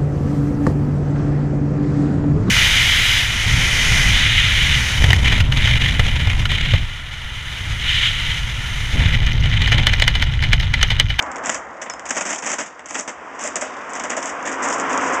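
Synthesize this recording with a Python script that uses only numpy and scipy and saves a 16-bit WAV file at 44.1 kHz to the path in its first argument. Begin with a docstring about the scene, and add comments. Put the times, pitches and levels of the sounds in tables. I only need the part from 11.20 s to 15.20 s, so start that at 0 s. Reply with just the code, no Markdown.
"""Beside a road, on paving blocks, one small microphone hears a bicycle being pedalled away.
From the start a car fades behind it over a far rumble, while close by the chain rustles, clacks
and chatters on the gears in short runs of tiny contacts that shake the frame. At 0.7 s a steel
part pings; from 1.4 s bumps set the rack booming. Through the second half another car comes
closer, its engine droning under the roar of its tyres."""
import sys
import numpy as np
from scipy import signal
from scipy.fft import rfft, irfft
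from scipy.io import wavfile

SR = 44100
rng = np.random.default_rng(int(sys.argv[2]) if len(sys.argv) > 2 else 0)


def store_wav(level_fs):
    """Save 16-bit WAV to argv[1]."""
    pcm = np.round(np.clip(np.atleast_2d(level_fs), -1, 1) * 32767)
    wavfile.write(sys.argv[1], SR, pcm.T.astype(np.int16))


N = 176400
T = np.arange(N) / SR


def from_db(db):
    """Decibels to gain."""
    return 10 ** (np.asarray(db) / 20)


def unit_rms(x):
    """Scale to unit rms."""
    return x / np.sqrt(np.mean(x ** 2) + 1e-20)


def level(points):
    """Gain over time through (s, dB) points."""
    return from_db(np.interp(T, *np.transpose(points)))


def colour(x, points):
    """Causal filter of unit power gain through (Hz, dB) points, falling away beyond the ends."""
    size = 2 * N
    log_f = np.log2(np.maximum(np.arange(N + 1) * SR / size, 1))
    hz, db = np.transpose(points)
    octaves_beyond = np.abs(log_f - np.clip(log_f, np.log2(hz[0]), np.log2(hz[-1])))
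    gain = unit_rms(from_db(np.interp(log_f, np.log2(hz), db) - 20 * octaves_beyond))
    cepstrum = irfft(np.log(gain))
    cepstrum[1:N] *= 2   # minimum phase: nothing sounds before its cause
    cepstrum[N + 1:] = 0
    return irfft(rfft(x, size) * np.exp(rfft(cepstrum)))[:N]


def ring(x, hz, t60):
    """One mode: a unit click sets a sine of height 1 ringing."""
    radius, angle = from_db(-60 / (t60 * SR)), 2 * np.pi * hz / SR
    return signal.lfilter([0, np.sin(angle)], [1, -2 * radius * np.cos(angle), radius ** 2], x + 1e-18)


def dense_ring(energy, t60):
    """Countless close modes: each contact's energy is released as dying noise."""
    decay = from_db(-120 / (t60 * SR))
    return np.sqrt(signal.lfilter([1 - decay], [1, -decay], energy + 1e-14)) * rng.standard_normal(N)


# Tyre hiss from the road. Each row: frequency in Hz, relative level in dB.
HISS_COLOUR = [(2500,-1),(3600,-12.5),(5000,0.5),(6500,2.5),(8000,-4.5),(8800,-23)]

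def tyres(roar_colour, hiss_db):
    """Rolling tyres roar, with a faint hiss on top."""
    roar = colour(rng.standard_normal(N), roar_colour)
    return roar + from_db(hiss_db) * colour(rng.standard_normal(N), HISS_COLOUR)


# The first car, behind the bicycle. Each row: time in seconds, level in dB.
LEAVING_LEVEL = [(0,-29),(.2,-29.5),(.42,-33.5),(.55,-36),(1.2,-36),(1.55,-43.5),(2.1,-55),(4,-77.5)]
# Its tyre roar. Each row: frequency in Hz, relative level in dB.
LEAVING_ROAR = [(59, -62), (100, -21.5), (267, -5), (395, -9.5), (543, -1), (1140, -0.5), (1430, -3),
                (2020, -7), (2650, -21.5), (3090, -22.5), (3700, -36.5), (4810, -68), (8140, -120)]

def leaving_car():
    """A car's tyres fade as it draws away from the microphone."""
    return level(LEAVING_LEVEL) * tyres(LEAVING_ROAR, hiss_db=-26.5)


# Engines in the distance. Each row: time in seconds, level in dB.
ENGINES_LEVEL = [(0,-43),(.12,-55),(.25,-55.5),(.5,-59.5),(.68,-64),(.76,-56),(.9,-59),(1.4,-66.5),(2.2,-61),(3,-59.5),(4,-69)]
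# Their rumble. Each row: frequency in Hz, relative level in dB.
ENGINES_COLOUR = [(20,-41),(35,-25),(48,-10.5),(64,3),(80,-2),(110,-8.5),(200,-21.5)]

def far_engines():
    """Far engines reach the roadside as a low rumble."""
    return level(ENGINES_LEVEL) * colour(rng.standard_normal(N), ENGINES_COLOUR)


# The chain rustling over the sprockets, close by. Each row: time in seconds, level in dB.
ROLLERS_LEVEL = [(0,-49.5),(.7,-59.5),(1.48,-49),(1.58,-58.5),(1.9,-59),(2.1,-62),(2.3,-49),(2.56,-44),(2.68,-53),(4,-53)]
# The colour of that rustle. Each row: frequency in Hz, relative level in dB.
ROLLERS_COLOUR = [(2200,-9),(3200,-4.5),(4200,-0.5),(5200,-6),(7000,-2.5),(8600,-19.5)]

def chain_rustle(ticks_per_s=200):
    """The rollers keep ticking softly onto the teeth."""
    ticks = rng.random(N) < ticks_per_s / SR
    rustle = dense_ring(unit_rms(ticks) ** 2, t60=0.038)
    return level(ROLLERS_LEVEL) * colour(rustle, ROLLERS_COLOUR)


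# Hard clacks of the chain. Each row: time in seconds, relative level in dB, the frame's extra in dB.
CHAIN_CLACKS = [(0.025,-27,0.5),(0.116,-28.5,-4.5),(0.159,-30.5,3.5),(0.165,-32,4.5),(0.183,-35.5,6.5),(0.259,-21.5,-4.5),(0.269,-21,-0.5),(0.294,-19,8.5),(.299,-15.5,-2.5),
                (0.619,-28.5,3),(.699,-23.5,4),(0.737,-31.5,4.5),(0.795,-30.5,3.5),(0.9061,-19.5,2.5),(.974,-29.5,1),(1.0099,-21,5.5),(1.054,-28.5,6.5),(1.063,-25.5,-3.5),(1.096,-24,-5.5),(1.115,-22,0),
                (1.16,-18.5,-4.5),(1.188,-26,-5),(1.269,-26.5,-2),(1.317,-19,-3),(1.330,-27.5,-1.5),(1.34,-26,-8),(1.388,-24.5,0),(1.411,-24,0.5),(1.593,-39.5,11.5),(1.605,-44.5,6),(1.659,-32,-12),(1.708,-25.5,2.5),
                (1.753,-25,10),(1.797,-18.5,-17),(1.809,-22,-10.5),(1.877,-25.5,5.5),(2.238,-23,-10.5),(2.275,-18,-13),(2.3561,-13,-10),(2.365,-22.5,-1),(2.419,-32.5,3),
                (2.734,-26,-8),(2.754,-24.5,-5.5),(2.797,-27.5,-13.5),(2.837,-26,-10.5),(2.903,-23.5,-5),(2.979,-27.5,6.5),(3.005,-31.5,-6.5),(3.028,-19,-2),
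                (3.057,-21.5,-4.5),(3.227,-33.5,-3.5),(3.275,-27,7),(3.527,-20,-4),(3.598,-18.5,-4),(3.504,-25.5,7),(3.731,-22.5,-2.5),(3.776,-19.5,-1),(3.881,-30,-4)]
# Runs of chatter. Each row: start in seconds, length in seconds, level in dB, the frame's extra in dB.
CHATTER_RUNS = [(0.233,0.029,-37,8),(0.254,0.019,-37,-2),(0.266,0.019,-32.5,3.5),(0.31,0.016,-30,0.5),(0.34,0.01,-26,1),
                (0.614,0.011,-32.5,1.5),(0.658,0.0086,-50.5,20),(0.85,0.016,-34,2.5),(0.886,0.015,-30.5,0),
                (0.901,0.0073,-24,2),(0.945,0.028,-32.5,3),(0.958,0.022,-25,2),(1.006,0.016,-28.5,1.5),(1.051,0.028,-28.5,1.5),(1.09,0.04,-28,3),
                (1.129,0.025,-30.5,-3),(1.181,0.008,-32.5,0),(1.223,0.055,-30.5,2),(1.259,0.082,-27.5,1.5),(1.383,0.036,-28,3),(1.453,0.013,-38.5,1.5),
                (1.656,0.011,-40.5,2.5),(1.685,0.07,-37.5,-2),(1.744,0.018,-27.5,-0.5),(1.777,0.015,-26.5,-2),(1.874,0.015,-31,3),
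                (2.148,0.019,-50.5,3.5),(2.188,0.067,-32.5,0.5),(2.238,0.045,-32,1),(2.356,0.005,-26,3),(2.409,0.017,-27.5,0.5),(2.443,.015,-42,7),
                (2.695,0.013,-41,-3),(2.737,.030,-35,2.5),(2.797,0.0079,-32,5.5),(2.836,0.01,-30,4),(2.894,0.011,-26.5,1.5),(2.916,0.015,-35.5,9),
                (2.966,0.006,-26,-0.5),(3.015,0.03,-36.5,3),(3.059,0.039,-33,0.5),(3.253,0.036,-32,5.5),(3.312,0.024,-34,1.5),
                (3.421,0.033,-28,0),(3.476,0.075,-31,-4.5),(3.579,.035,-35,-7.5),(3.692,0.054,-35,3),(3.806,0.096,-35,-0.5),(3.925,0.021,-30,-6.5)]

def chain_contacts(contacts_per_s=850, spread_db=1.5, settle_t60=0.095):
    """Energy given to links and frame as the chain hits the gears, in clacks and in runs that settle."""
    links, frame = np.zeros(N), np.zeros(N)
    for start, db, frame_db in CHAIN_CLACKS:
        energy = from_db(db + 1.5) ** 2 * 0.0015 * SR   # 1.5 ms of power in one blow
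        links[int(start * SR)] += energy
        frame[int(start * SR)] += energy * from_db(frame_db) ** 2
    hits = rng.random(N) < contacts_per_s / SR
    strength = from_db(spread_db * np.clip(rng.standard_normal(N), -2, 2))
    hit_energy = unit_rms(hits * strength) ** 2
    for start, length, db, frame_db in CHATTER_RUNS:
        first = int(start * SR)
        age = T[:min(SR // 2, N - first)]
        span = slice(first, first + len(age))
        shake = from_db(-60 * np.maximum(age - length, 0) / settle_t60) ** 2
        run = shake * hit_energy[span]
        run *= from_db(db) ** 2 * shake.sum() / (run.sum() + 1e-12)   # same total however the hits fall
        links[span] += run
        frame[span] += run * from_db(frame_db) ** 2
    return links, frame


# The steel links, heard from close by. Each row: frequency in Hz, relative level in dB.
LINK_COLOUR = [(1200,-31),(1900,-6.5),(2400,-18),(3400,-14.5),(4800,-8),(5600,-1.5),(6500,3),(7300,2.5),(8000,-4),(8800,-18.5)]
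SHIVER_T60_S = 0.19   # the whole bicycle shivers on after a contact

def chain_links(energy):
    """Each contact gives the links a short bright ring, a shivering tail and a sharp first tick."""
    steel = dense_ring(energy, t60=0.011)
    steel += from_db(-7.5) * dense_ring(energy, SHIVER_T60_S)
    steel += from_db(-8.5) * dense_ring(energy, t60=0.0044)
    return from_db(-0.88) * colour(steel, LINK_COLOUR)


# The knock of the frame. Each row: frequency in Hz, relative level in dB.
FRAME_COLOUR = [(50,-45.5),(100,-34.5),(140,-17),(190,-6),(280,0),(350,-4.5),(430,-8),(510,-2.5),(650,1.5),(820,-1.5),(1050,-1),(1500,-3),(1950,-0.5),(2400,-4),(3400,-9.5),(5000,-20),(8000,-53.5)]
# Modes of frame, rack and mudguard. Each row: frequency in Hz, relative level in dB, T60 in seconds.
BODY_MODES = [(200,-6,0.051),(285,-20,0.056),(513,-3,0.19),(616,-1,0.12),(727,-1.5,0.098),(1140,-15,0.08),(1412,3,0.15),(1702,3,0.099),(1853,11,0.044),(1990,3.5,0.14)]

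def frame_knocks(energy, drift_db=3.5, drift_s=0.035):
    """Contacts knock in the frame and ring its modes, which share each knock differently."""
    knocks = dense_ring(energy, t60=0.043) + from_db(-7) * dense_ring(energy, SHIVER_T60_S)
    modes = np.zeros(N)
    for hz, db, t60 in BODY_MODES:
        share = from_db(drift_db * np.interp(T / drift_s, np.arange(N), rng.standard_normal(N)))
        modes += from_db(db) * ring(np.sqrt(energy) * share * rng.standard_normal(N), hz, t60)
    ringing = np.sqrt(energy.mean()) * unit_rms(modes)
    return from_db(-1.5) * colour(knocks, FRAME_COLOUR) + from_db(-12.5) * ringing


def steel_ping(start=0.697, damped_at=0.738, t60=0.24):
    """A small steel part rings once, until the next clack takes some of its swing."""
    age = np.maximum(T - start, 0)
    hz = 5240 + 345 * np.exp(-(age / 0.007) ** 4)   # starts sharp and drops to its pitch
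    damping_db = np.interp(T, [damped_at, damped_at + 0.0021], [0, 4])
    swing = from_db(-27.5 - damping_db - 60 * age / t60)
    return (T >= start) * swing * np.sin(2 * np.pi * np.cumsum(hz) / SR)


# Bumps on the paving blocks. Each row: start in seconds, level in dB.
PAVING_BUMPS = [(1.385,-39.5),(1.786,-30.5),(1.877,-39),(2.244,-31.5),(2.359,-30),(2.420,-25.5),(2.839,-32),(2.898,-27.5),(2.968,-28),(3.275,-31)]
# The boom of rack and mudguard. Each row: frequency in Hz, relative level in dB.
RACK_COLOUR = [(150,-23.5),(250,-5.5),(360,-9.5),(450,-7),(530,0),(630,7),(740,-11.5),(1100,-19.5),(1600,-7.5),(2400,-27.5)]

def rack_booms(hold_s=0.0065, t60=0.17):
    """Each bump shakes the rack briefly; its hollow ring dies away."""
    shake = np.zeros(N)
    for start, db in PAVING_BUMPS:
        shake += (T >= start) * from_db(db - 60 * np.maximum(T - start - hold_s, 0) / t60)
    return colour(shake * rng.standard_normal(N), RACK_COLOUR)


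# The second car, coming up the road. Each row: time in seconds, level in dB.
NEARING_LEVEL = [(0,-51),(1.55,-43),(1.85,-38),(2.1,-34.5),(2.5,-31.5),(2.7,-30.5),(2.95,-29.5),(3.17,-28.5),(3.37,-26.5),(3.45,-21),(3.56,-23.5),(3.7,-21),(3.87,-20),(4,-21)]
# Its tyre roar. Each row: frequency in Hz, relative level in dB.
NEARING_ROAR = [(50,-29),(100,-34),(160,-12.5),(215,-9),(280,1),(330,-4.5),(410,-4),(490,1),(620,-2),(730,1),(870,-2),(1020,3.5),(1400,-1),(1850,-3.5),(2400,-10.5),(3100,-16),(3700,-23.5)]
# Its drone. Each row: frequency in Hz, width in Hz, full level in dB relative to the roar.
DRONE_BANDS = [(268.2,6.3,-13.5),(983,47,-12.5)]

def nearing_car():
    """A car closes on the microphone: its tyres grow louder and a drone rises among them."""
    drone = np.zeros(N)
    for hz, width, db in DRONE_BANDS:
        t60 = np.log(1000) / (np.pi * width)
        drone += from_db(db) * unit_rms(ring(rng.standard_normal(N), hz, t60))
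    fade_in = np.interp(T, [2.15, 3.8], [0, 1])
    return level(NEARING_LEVEL) * (tyres(NEARING_ROAR, hiss_db=-20.5) + fade_in * drone)


def scene():
    """The bicycle in front, the road behind it, in mono."""
    links, frame = chain_contacts()
    bicycle = chain_links(links) + frame_knocks(frame) + chain_rustle() + steel_ping() + rack_booms()
    road = leaving_car() + far_engines() + nearing_car()
    return (bicycle + road)[None]


def record(dry, notch_hz=4182, notch_width_hz=1820, notch_floor_db=-36, self_noise_db=-74):
    """A small microphone with a deep notch, an even hiss and little top; nothing sounds below about 50 Hz."""
    notched = signal.lfilter(*signal.iirnotch(notch_hz, notch_hz / notch_width_hz, fs=SR), dry)
    heard = notched + from_db(notch_floor_db) * (dry - notched)
    heard += from_db(self_noise_db) * rng.standard_normal(N)
    heard = signal.sosfilt(signal.butter(4, 53, "high", fs=SR, output="sos"), heard)
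    return signal.sosfilt(signal.cheby2(16, 65, 9500, "low", fs=SR, output="sos"), heard)


dry = scene()
out = record(dry)
store_wav(out)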